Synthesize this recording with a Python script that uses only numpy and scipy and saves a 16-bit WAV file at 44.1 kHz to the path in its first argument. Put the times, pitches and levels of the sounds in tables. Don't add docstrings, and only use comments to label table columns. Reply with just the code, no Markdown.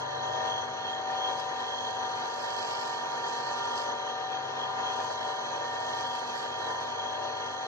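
import sys
import numpy as np
from scipy import signal
from scipy.fft import rfft, irfft, next_fast_len
from scipy.io import wavfile
from scipy.ndimage import uniform_filter1d, map_coordinates

SR = 44100
rng = np.random.default_rng(int(sys.argv[2]) if len(sys.argv) > 2 else 0)


def gain_from_db(level_db):
    decades = np.asarray(level_db, float) / 20
    return 10 ** decades


def unload_wav(signal):
    wavfile.write(
        sys.argv[1],
        SR,
        np.round(np.clip(np.atleast_2d(signal).T, -1, 1) * 32767).astype(np.int16),
    )


N = 338229
t = np.arange(N) / SR

WHINE_HZ, SHAFT_HZ, OUTER_HZ, INNER_HZ = 760, 48.83, 200.95, 236.95
# (time [s], pitch [Hz])
SPEED = [(0.0, 759.6), (.55, 761), (1.35, 761.4), (1.75, 761), (2.35, 758.9), (2.9, 758.4), (3.75, 757.7),
         (4.35, 760.5), (4.7, 761.2), (5.3, 760.9), (5.9, 759.4), (6.9, 759), (7.3, 760.5), (7.67, 761.2)]
# (time [s], shift to the inner race [dB], shake [dB])
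LOAD = [(0, -1.5, -1), (.5, -1.5, 2), (.8, -2, -2), (1.35, -1.5, 2), (1.65, -2, -0.5), (2.1, -2, 1),
        (2.72, 2, 1), (3.05, 2, 1.5), (3.5, 2.5, 2.5), (3.85, 2.5, 2), (4.3, -4, -1.5), (4.88, 0.5, 2.5),
        (5.4, -1, 0.5), (6.1, 1, 2.5), (6.4, 1, 0.5), (6.75, 1, 0), (7.25, -0.5, 0.5), (7.67, -2.5, -2)]
# (frequency [Hz], left [dB], right [dB], left lead [rad])
WHINE = [(761, -40, -43, 0.0065)]
# (multiple of shaft rate, left [dB], right [dB], left lead [rad])
SHAFT = [(5, -65, -65, -0.3), (6, -64, -67, 0.4), (7, -59, -65, 0.4), (8, -63, -64, 0.4),
         (10, -51, -61, 1.0), (11, -52, -56, 1.2), (12, -48, -52, 1.4), (13, -48, -53, 1.5),
         (14, -55, -59, 1.7), (20, -50, -62, 0.1), (35, -64, -66, -2.2), (65, -56, -60, 2.6),
         (66, -53, -50, 2.9), (67, -53, -55, 2.7), (68, -59, -57, 2.9)]
# (multiple of ball-pass rate, left [dB], right [dB], left lead [rad])
OUTER = [(2, -60, -56, 0.8), (4, -50, -51, 2.2), (5, -43, -48, -1.3), (6, -48, -54, 0.8),
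         (7, -52, -56, -0.4), (8, -58, -59, -2.9), (9, -67, -63, -1.7), (10, -65, -66, -3.0),
         (11, -63, -63, 2.7), (12, -64, -68, 2.5), (14, -62, -68, 3.1), (15, -65, -62, 3.0),
         (17, -63, -62, 3.1), (18, -60, -60, 3.1), (24, -84, -68, -0.3), (25, -84, -68, 0.3)]
# (multiple of ball-pass rate, left [dB], right [dB], left lead [rad])
INNER = [(1, -73, -72, -0.2), (2, -58, -60, 0.8), (3, -57, -57, 2.0), (4, -41, -41, 0.9),
         (5, -48, -50, 0.5)]
# (frequency [Hz], left [dB], right [dB], left lead [rad])
SIDEBANDS = [(353, -64, -73, 0.4), (425, -59, -66, 0.4), (451, -53, -57, 1.0), (459, -57, -64, 0.9),
             (523, -67, -55, 1.2), (554, -59, -65, 1.2), (662, -56, -72, 0.2), (723.5, -52, -54, 1.8),
             (741, -53, -59, 2.3), (784, -58, -54, -2.5), (822.5, -55, -56, -0.7), (904, -48, -59, 1.8),
             (918.5, -44, -50, 2.2), (1072, -63, -57, -0.7), (1090, -64, -61, -0.4), (1226, -61, -61, 3.0),
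             (1316, -63, -71, 0.2), (1386, -63, -61, 0.0), (1510, -69, -61, -0.7), (1590, -58, -58, -1.1),
             (1626, -54, -61, -1.4), (1791, -60, -54, 1.9), (1827, -52, -54, 0.9), (1993, -63, -68, -3.0),
             (2025, -62, -66, 2.9), (3162, -56, -59, 2.5), (3871, -66, -65, 3.1), (4528, -75, -66, -1.3),
             (1443, -62, -62, -0.4), (855, -56, -58, 0.6)]
# (time [s], level [dB])
WHINE_LEVEL = [(0.0, -44), (0.58, -44), (2.18, -43.5), (2.33, -53), (2.37, -43), (2.48, -51), (2.52, -44),
               (3.65, -47), (4.93, -41.5), (4.95, -45.5), (6.99, -46.5), (7.05, -42.5), (7.61, -47),
               (7.67, -51)]
# (time [s], level [dB])
INNER_LEVEL = [(0.0, -46.5), (0.6, -43.5), (0.62, -47), (1.28, -48.5), (1.32, -43.5), (1.64, -50),
               (1.73, -46), (3.91, -42), (4.18, -49), (6.17, -43.5), (6.19, -46.5), (6.9, -45), (7.63, -49),
               (7.67, -53)]
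# (time [s], level [dB])
OUTER_LEVEL = [(0.0, -46), (0.51, -46), (0.81, -54), (1.26, -45.5), (2.11, -50.5), (2.88, -46), (2.97, -52),
               (3.14, -46.5), (3.2, -57.5), (3.31, -49.5), (4.38, -52), (4.64, -45), (6.22, -50),
               (6.39, -62), (6.75, -40), (6.88, -54), (7.2, -46), (7.67, -55.5)]
# (time [s], level [dB])
CAGE_LEVEL = [(0.0, -61.5), (0.43, -51), (0.68, -62), (0.83, -54), (2.24, -58.5), (2.45, -52.5),
              (2.58, -60.5), (2.88, -53), (3.25, -60.5), (3.33, -53.5), (5.6, -59.5), (5.64, -50.5),
              (6.02, -53), (6.26, -64.5), (6.73, -51.5), (6.92, -65), (6.99, -59), (7.67, -54.5)]
# (time [s], level [dB])
ORDER_12_LEVEL = [(0.0, -52), (0.1, -48), (0.72, -56.5), (1.47, -49), (1.62, -68.5), (1.71, -48.5),
                  (2.29, -61.5), (2.39, -48), (3.33, -62.5), (3.52, -48), (3.65, -61), (3.84, -46.5),
                  (4.42, -57), (5.6, -50), (6.39, -59), (7.37, -48.5), (7.54, -57), (7.67, -61)]
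# (time [s], level [dB])
ORDER_13_LEVEL = [(0.0, -55.5), (0.15, -65), (0.3, -53), (2.54, -59.5), (2.6, -52.5), (3.52, -62.5),
                  (5.28, -53.5), (5.34, -68), (5.38, -55), (5.77, -63), (5.81, -50.5), (6.09, -59),
                  (6.26, -54), (6.45, -63), (6.56, -55), (7.67, -55.5)]
# (frequency [Hz], left [dB/Hz], right [dB/Hz], likeness [0-1], left lead [rad])
BODY = [(20, -103, -103, .85, 1.5), (72, -96.5, -96.5, 0.8, 0.2), (113, -81, -81.5, 0.98, 0),
        (180, -87.5, -90, .7, 0.7), (322, -80.5, -86, .6, 0.5), (430, -72.5, -73, 1, 0.7),
        (633, -70, -79, 0.4, 1.75), (756, -77, -64.5, 0.26, 2.5), (897, -74, -74.5, 0.4, 1.4),
        (926, -66.5, -66.5, .9, 1), (958, -65.5, -76, 1, 0.5), (993, -66.5, -74, 1, -1),
        (1048, -77.5, -74.5, 0.8, -0.2), (1350, -79, -80, 0.3, 0.1), (1440, -79.5, -77.5, 0.7, -1.2),
        (1675, -74, -79.5, 0.3, -1.5), (1784, -72, -68, 0.65, -4), (1938, -76.5, -80.5, 0.6, -3.5),
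        (2290, -120, -120, 0.7, -3)]
# (frequency [Hz], left [dB/Hz], right [dB/Hz], likeness [0-1], left lead [rad])
BALLS = [(1860, -120, -120, 1, -6.5), (2034, -79.5, -80, 0.71, -2.5), (2590, -83, -89.5, 0.82, -4.5),
         (3010, -81, -78.5, 0.71, -3.5), (3640, -80.5, -85.5, 0.99, -2.5), (3970, -75.5, -76, 0.92, -3),
         (3874, -90.5, -73, 0.13, -5), (4940, -94, -87.5, 0.11, -3), (5300, -96.5, -85.5, .1, 1),
         (6120, -93.5, -84.5, .1, -3.5), (6820, -99, -89, .1, 5.5), (8010, -107, -100.5, .1, -3.5),
         (7710, -114, -106, .1, 3), (8100, -140, -140, .1, 1.5)]
# (frequency [Hz], width [Hz], left [dB rms], right [dB rms], likeness [0-1], left lead [rad])
BELLS = [(3243, 82, -49, -46.5, 0.93, 2.8), (4290, 170, -62, -49.5, 0.5, -2.5),
         (6050, 80, -67, -50, 0.45, -0.9), (6237, 140, -66, -52.5, 0.4, -0.5)]
# (time [s], half length [s], gain [dB])
PEALS = [(0.287, 0.093, 3.5), (0.535, 0.099, 8.5), (0.893, 0.069, 8), (1.247, 0.067, 8.5),
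         (1.39, 0.053, 3.5), (1.785, 0.18, 6.5), (2.55, 0.068, 0.5), (3.597, 0.22, -1), (3.98, 0.07, 3.5),
         (4.623, 0.036, 8), (4.89, 0.053, 8.5), (5.248, .08, 2), (5.476, .05, 2.5), (6.1, 0.12, 3),
         (6.554, 0.071, 3), (7.117, 0.13, 3), (7.298, 0.045, -2)]
# (frequency [Hz], left [dB/Hz], right [dB/Hz], likeness [0-1], left lead [rad])
SCRAPE = [(2020, -120, -120, 0.44, -11), (2227, -82.5, -85, 0.92, -2), (3940, -87, -87.5, 0.39, -3),
          (4020, -92, -76.5, 0.45, 7), (4800, -95, -74, 0.51, -1.5), (5230, -90.5, -78, 0.49, -3),
          (5700, -93.5, -83, 0.28, 1.5), (6840, -101, -85.5, .3, 0), (7800, -100, -86.5, 0.43, 7),
          (7810, -104, -90.5, .2, -5.5), (8900, -125, -125, .2, 4.5)]
# (frequency [Hz], left [dB/Hz], right [dB/Hz], likeness [0-1], left lead [rad])
GRIT = [(8200, -140, -140, .1, 1.5), (8100, -106, -110, .1, 1), (8800, -104, -106, .1, -1),
        (9150, -109, -104, .2, 2), (10400, -106, -101, 0.48, -1), (11640, -107, -102, .3, 2),
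        (12400, -107, -105, .5, 5.5), (13300, -108, -107, .4, 3), (14300, -112, -112, .1, 5)]
# (start [s], end [s], grit level [dB])
HELD = [
    (1.32, 3.89, -82.5),
    (4.894, 6.95, -79.5),
]
# (time [s],
# half length [s], scrape level [dB], grit level [dB])
PRESS = [(0, 0.006, -62, -64), (1.395, 0.052, -58, -76.5), (1.85, 0.16, -65, -88), (2.157, 0.088, -63, -78),
         (2.66, 0.018, -60, -80.5), (3.716, .05, -63, -76), (3.774, 0.013, -54, -77.5),
         (2.48, 0.21, -54, -72), (2.648, 0.04, -53, -77.5), (2.769, 0.15, -50, -70.5),
         (3.08, 0.09, -66, -76), (3.277, 0.026, -55.5, -81), (3.459, 0.23, -54, -77),
         (3.807, 0.053, -51, -70), (5.04, 0.035, -57, -74.5), (5.11, 0.023, -54.5, -77),
         (5.42, 0.099, -72, -85), (5.949, 0.12, -55, -77.5), (6.18, 0.15, -61, -75.5),
         (6.384, 0.07, -55, -70.5), (6.696, 0.08, -63, -80.5)]
# (time [s], firing rate [Hz], engine level [dB], drone level [dB])
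ENGINE = [(0, 79, -61.5, -54), (.35, 81, -61, -54.5), (.7, 84, -62, -56), (.95, 85.8, -63, -72),
          (1.5, 88.5, -63.5, -74), (2.2, 91.86, -62.5, -77), (3, 97, -76, -65), (3.5, 98, -78, -60),
          (4.15, 98.5, -77, -66.5), (4.4, 97.87, -81, -55.5), (5, 99, -74, -60.5), (5.4, 99, -78, -66),
          (5.8, 99, -75, -60), (6.3, 99, -80, -64), (7.67, 98.88, -86, -63.5)]
# (frequency [Hz], left [dB], right [dB], left lead [rad])
MAINS = [(100.1, -64, -63.5, 0.041), (149.7, -69, -68.5, 0.062), (198.3, -70, -70.5, 0.024),
         (248.9, -59.5, -60, -0.3), (297.3, -71.5, -68, .3)]
# (time [s], level [dB])
HUM_LEVEL = [(0.0, -64.5), (0.19, -63), (0.21, -71.5), (0.28, -61), (1.26, -68), (3.54, -66), (3.67, -62),
             (3.91, -68.5), (5.19, -61), (5.42, -75.5), (5.51, -63), (6.0, -61), (6.41, -73.5),
             (6.53, -61.5), (7.52, -62), (7.67, -71.5)]
# (from [Hz], to [Hz], share of frames lost [0-1])
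DROPPED = [(1980, 2070, .1), (2070, 2150, .34), (2150, 2240, .34), (2240, 2330, .55), (2330, 2410, .3),
           (2410, 2500, .3), (2500, 2580, .14), (2580, 2670, .18), (2670, 2760, .15), (2760, 2840, .18),
           (2840, 2930, .45), (2930, 3020, .2), (3020, 3100, .06)]
# (time [s], length [s])
SPARE = [(.83, .04), (.91, .03), (1.21, .03), (1.28, .03), (1.35, .03), (1.4, .03), (1.94, .06),
         (2.14, .03), (3.81, .06), (4, .03), (4.55, .08), (4.79, .08), (4.99, .1), (5.57, .08), (5.83, .03),
         (5.9, .02), (6.07, .04), (6.88, .03), (7.19, .04), (7.46, .02), (7.54, .02), (7.62, .04)]
# (time [s], length [s], from [Hz], to [Hz])
GAPS = [(1.19, .03, 3100, 3445), (2.64, .08, 3100, 3445), (5.44, .06, 3100, 3445), (2.88, .09, 2070, 2330),
        (3.3, .11, 2070, 2240), (3.43, .06, 2150, 2240), (3.56, .14, 1980, 2070), (3.1, .08, 2840, 3020),
        (3.27, .06, 2840, 3020), (6.1, .16, 2240, 2330), (6.29, .05, 2070, 2240), (6.59, .07, 2240, 2500)]
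# (from [Hz], to [Hz], share of frames lost [0-1], worth per treble level [1/dB])
TOPS = [(7580, 7900, .25, .1), (7900, 8150, .65, .12), (8960, 9300, .45, .04), (9300, 9650, .3, .04),
        (11700, 12400, .22, .05), (12400, 12750, .5, .06), (12750, 13090, .72, .15),
        (13090, 13460, .82, .2), (13460, 22050, 1, 0)]
# (from [Hz], to [Hz], left share lost [0-1], right share lost [0-1])
NOTCH = [(8150, 8270, .97, .98), (8270, 8610, .88, .99), (8610, 8960, .88, .99)]
# (frequency [Hz], level [dB])
FAINT = [(4600, -110), (4800, -86), (5500, -86), (5900, -92), (6600, -88), (7300, -89), (8150, -95),
         (8160, -130)]


def grinder(clock):
    shift_db, shake_db = [c - c.mean() for c in curves(LOAD)]
    pan_db = -.44 * shift_db + .2 * shake_db + .73 * wobble(4.8)
    bell_db = bumps(*np.transpose(PEALS))
    bell_db = bell_db - bell_db.mean()
    x = bearing_tones(clock, shift_db, shake_db) + shaft_tones(clock) + rattle(clock)
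    x *= gain_from_db(.5 * np.array([pan_db, -pan_db]))
    x += gain_from_db(1.3 * bell_db) * tones(SHAFT[-4:], SHAFT_HZ * clock, flutter_db=2.5, rate=12, slip=.9)
    x += ball_noise(clock, bell_db) + housing_bells(clock, bell_db)
    load_db = .49 * shake_db + .35 * wobble(11) + .6 * wobble(20)
    return gain_from_db(load_db) * x


def bearing_tones(clock, shift_db, shake_db):
    whine_db = -.99 * shift_db + .35 * shake_db + 1.5 * wobble(6.4)
    inner_db = .55 * shift_db + .39 * shake_db + .29 * wobble(7)
    outer_db = .55 * shake_db + 3.7 * wobble(5)
    creep = np.cumsum(wobble(.589)) / SR
    outer_cycles = OUTER_HZ * clock + .05 * creep
    whine_led = {761: .5 * swing(WHINE_LEVEL)}
    inner_led = {4: .5 * swing(INNER_LEVEL) - .5 * inner_db}
    outer_led = {5: swing(OUTER_LEVEL) - .59 * outer_db}
    cage_led = {hz: swing(CAGE_LEVEL) for hz in (1791, 1827)}
    x = gain_from_db(whine_db) * tones(WHINE, clock, flutter_db=1.1, rate=6.2, slip=.064, sway=.5, led=whine_led)
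    x += gain_from_db(inner_db) * tones(INNER, INNER_HZ * clock, flutter_db=0, rate=6, slip=.23, led=inner_led)
    x += gain_from_db(.64 * outer_db) * tones(OUTER, outer_cycles, flutter_db=2, rate=6, slip=.49, sway=.4, led=outer_led)
    return x + tones(SIDEBANDS, clock, flutter_db=1, rate=3.01, slip=.41, led=cage_led)


def shaft_tones(clock):
    cycles = SHAFT_HZ * clock
    led = {12: swing(ORDER_12_LEVEL), 13: swing(ORDER_13_LEVEL)}
    low = tones(SHAFT[:2], cycles, flutter_db=1, rate=3, slip=.3)
    return low + tones(SHAFT[2:-4], cycles, flutter_db=3, rate=4, slip=.59, led=led)


def rattle(clock):
    chatter = throb(SHAFT_HZ * clock, [.8, .6, .5, .5, 1.2]) * gain_from_db(1.8 * wobble(70) - .4)
    return chatter * gain_from_db(.3 * wobble(5)) * rush(BODY, patchy_db=1.3)


def ball_noise(clock, bell_db):
    balls = throb(OUTER_HZ * clock, [.9, .6])
    return gain_from_db(.11 * bell_db + .34 * wobble(4.9)) * balls * rush(BALLS, patchy_db=2)


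def housing_bells(clock, bell_db):
    x = np.zeros((2, N))
    for row, swell_db in zip(BELLS, [bell_db, .31 * bell_db, 0, 0]):
        hz, width_hz, left_db, right_db, alike, lead = row

        def shape(f):
            return np.sqrt(SR / (np.pi * width_hz)) / np.abs(1 + (2 * (f - hz) / width_hz) ** 2)

        ring = pair(lambda f: gain_from_db(left_db) * shape(f), lambda f: gain_from_db(right_db) * shape(f),
                    lambda f: alike, lambda f: lead, patchy_db=.5)
        x += gain_from_db(swell_db + 2.1 * wobble(6.4)) * throb(SHAFT_HZ * clock, [.8, .7]) * ring
    return x


def stone(clock):
    land_s, spray_db = .05, -86
    s, half_s, scrape_db, grit_db = np.transpose(PRESS)
    rim = throb(SHAFT_HZ * clock, [1.6, 1.3, .9, .8, 1, 1.1])
    held = sum(gain_from_db(2 * db) * np.clip(np.minimum(t - a, b - t) / land_s, 0, 1) for a, b, db in HELD)
    tremor = gain_from_db(.7 * wobble(22) + 1.2 * wobble(90))
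    pressed = np.sqrt(bumps(s, half_s, gain_from_db(2 * scrape_db)) + gain_from_db(35.5) * held) * tremor
    grit = np.sqrt(bumps(s, half_s, gain_from_db(2 * grit_db)) + held + gain_from_db(2 * spray_db)) * tremor
    scrape = pressed * gain_from_db(52) * rush(SCRAPE, patchy_db=1.5)
    hiss = grit * gain_from_db(75.5) * rush(GRIT, patchy_db=1)
    return rim * (scrape + hiss)


def workshop():
    firing_hz, engine_db, drone_db = curves(ENGINE)
    orders = [(1, -7, -7.5, 0), (4 / 3, 0, 0, 0), (5 / 3, -3, -3, 0), (7 / 3, -9, -9, 0)]
    engine = gain_from_db(engine_db) * tones(orders, np.cumsum(firing_hz) / SR, flutter_db=2.2, rate=5, slip=.4)
    drone_hz = 132.8
    drone = gain_from_db(drone_db) * tones([(1, 0, 0, 0)], drone_hz * t, flutter_db=1.5, rate=4, slip=.4)
    hum = tones(MAINS, t, flutter_db=1.5, rate=3, slip=.4, led={MAINS[0][0]: swing(HUM_LEVEL)})
    return engine + drone + hum


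def tones(rows, cycles, flutter_db, rate, slip, led={}, sway=0):
    out = np.zeros((2, N))
    for k, left_db, right_db, lead in rows:
        phase = 2 * np.pi * (k * cycles + rng.random()) + slip * wobble(rate)
        free_db = flutter_db * (.53 if k in led else 1)
        flutter = wobble(rate, lambda v: gain_from_db(free_db * v - free_db ** 2 / 9))
        level = np.sqrt(2) * gain_from_db(led.get(k, 0)) * flutter
        if sway:
            lead = lead + sway * wobble(1.5)
        out += level * np.array([gain_from_db(left_db) * np.sin(phase + lead), gain_from_db(right_db) * np.sin(phase)])
    return out


def rush(rows, patchy_db):
    f, left_db, right_db, alike, lead = np.transpose(rows)

    def read(column):
        return lambda hz: np.interp(np.log(hz + 1), np.log(f + 1), column)

    def gain(column_db):
        return lambda hz: gain_from_db(read(column_db)(hz)) * np.sqrt(SR / 2)

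    return pair(gain(left_db), gain(right_db), read(alike), read(lead), patchy_db)


def pair(left, right, alike, lead, patchy_db):
    z = signal.stft(rng.standard_normal((2, N + 999)), nperseg=512)[2]
    field = uniform_filter1d(rng.standard_normal(z.shape[1:]), size=4, axis=0)
    field = uniform_filter1d(field, size=10, axis=1)
    gain = gain_from_db(patchy_db * field / field.std())
    noise = signal.istft(z * gain / np.sqrt(np.mean(gain ** 2)), nperseg=512)[1]
    a, b = rfft(noise, next_fast_len(N + 2048))
    hz = np.linspace(0, SR / 2, len(a))
    share = np.clip(alike(hz), 0, 1)
    left_port = left(hz) * a * np.exp(1j * lead(hz))
    right_port = right(hz) * (share * a + np.sqrt(1 - share ** 2) * b)
    return irfft([left_port, right_port])[:, :N]


def throb(turns, depths_db):
    gain = gain_from_db(sum(d * np.sin(2 * np.pi * ((k + 1) * turns + rng.random())) for k, d in enumerate(depths_db)))
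    return gain / np.sqrt(np.mean(gain ** 2))


def swing(rows):
    db = 1.23 * curves(rows)[0]
    return db - 10 * np.log10(np.mean(gain_from_db(2 * db)))


def bumps(s, half_s, height):
    return sum(h * np.exp(-((t - a) / max(w, .005)) ** 2) for a, w, h in zip(s, half_s, height))


def wobble(rate, shape=lambda v: v):
    grid = np.arange(0, N + 64, 64) / SR
    knots = rng.standard_normal(int(N * rate / SR) + 4)
    return np.interp(t, grid, shape(map_coordinates(knots, [grid * rate])))


def curves(rows):
    s, *cols = np.transpose(rows)
    return [np.interp(t, s, c) for c in cols]


def scene():
    clock = np.cumsum(curves(SPEED)[0] / WHINE_HZ) / SR
    return grinder(clock) + stone(clock) + workshop()


def best(worth, share):
    return worth > np.quantile(worth, share)


def thin_mid(z, hz, when, treble_db):
    for lo_hz, hi_hz, share in DROPPED:
        band = (hz > lo_hz) & (hz < hi_hz)
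        mid, side = uniform_filter1d(np.sum(np.abs(z[:, band]) ** 2, axis=1), size=3, axis=1)
        z[0, band] *= best(mid / side * gain_from_db(-.3 * treble_db), share)
    spared = sum(np.abs(when - s) < max(long_s / 2, .012) for s, long_s in SPARE)
    lucky = np.repeat(rng.random((3, len(when))) > .3, 6, axis=0)[1:]
    z[0, (hz > 3445) & (hz < 3790)] *= spared * lucky > 0
    for s, long_s, lo_hz, hi_hz in GAPS:
        z[0, (hz > lo_hz) & (hz < hi_hz)] *= np.abs(when - s) > max(long_s / 2, .012)


def thin_treble(z, hz, when, treble_db):
    for lo_hz, hi_hz, share, busy in TOPS:
        worth = uniform_filter1d(rng.standard_normal(len(when)), size=3) + busy * treble_db
        z[:, (hz > lo_hz) & (hz <= hi_hz)] *= best(worth, share)
    ports = np.array([z[0] + z[1], z[0] - z[1]]) / 2
    for lo_hz, hi_hz, *shares in NOTCH:
        worth = rng.standard_normal((2, len(when))) + .12 * treble_db
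        kept = np.array([best(w, q) for w, q in zip(worth, shares)])
        ports[:, (hz > lo_hz) & (hz <= hi_hz)] *= kept[:, None]
    return ports


def thin_faint(ports, hz, when):
    sparse, hush_db, mood_db = 1.9, -107, 2.8
    cells = uniform_filter1d(np.abs(ports) ** 2, size=3, axis=1)
    faint_db = np.interp(hz, *np.transpose(FAINT), left=-200)
    power = np.sum(np.abs(ports) ** 2, axis=0)
    local = uniform_filter1d(uniform_filter1d(power, size=40, axis=0), size=3, axis=1)
    mood = rng.standard_normal((len(hz) // 16 + 1, len(when)))
    mood = np.repeat(mood, 16, axis=0)[:len(hz)]
    floor = np.maximum(sparse * local, gain_from_db(2 * hush_db)) * gain_from_db(2 * mood_db * mood)
    peaks = (hz[:, None] < 8150) | (power > floor)
    return ports * peaks * (cells > gain_from_db(2 * faint_db[:, None]))


def band_limit(x):
    return signal.sosfilt(signal.butter(12, 13460, fs=SR, output="sos"), x)


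def record(dry):
    frame = dict(fs=SR, window="cosine", nperseg=2048)
    hz, when, z = signal.stft([dry[0] + dry[1], dry[0] - dry[1]], boundary="even", **frame)
    treble = np.mean(np.abs(z[:, hz > 9200]) ** 2, axis=(0, 1))
    treble_db = 10 * np.log10(uniform_filter1d(treble, size=9) + 1e-20)
    thin_mid(z, hz, when, treble_db)
    ports = thin_treble(z, hz, when, treble_db)
    ports = thin_faint(ports, hz, when)
    fade = np.clip((t[-1] - t) / .003, .3, 1)
    mix = signal.istft(ports, **frame)[1][:, :N] * fade
    return band_limit(mix)


dry = scene()
out = record(dry)
unload_wav(out)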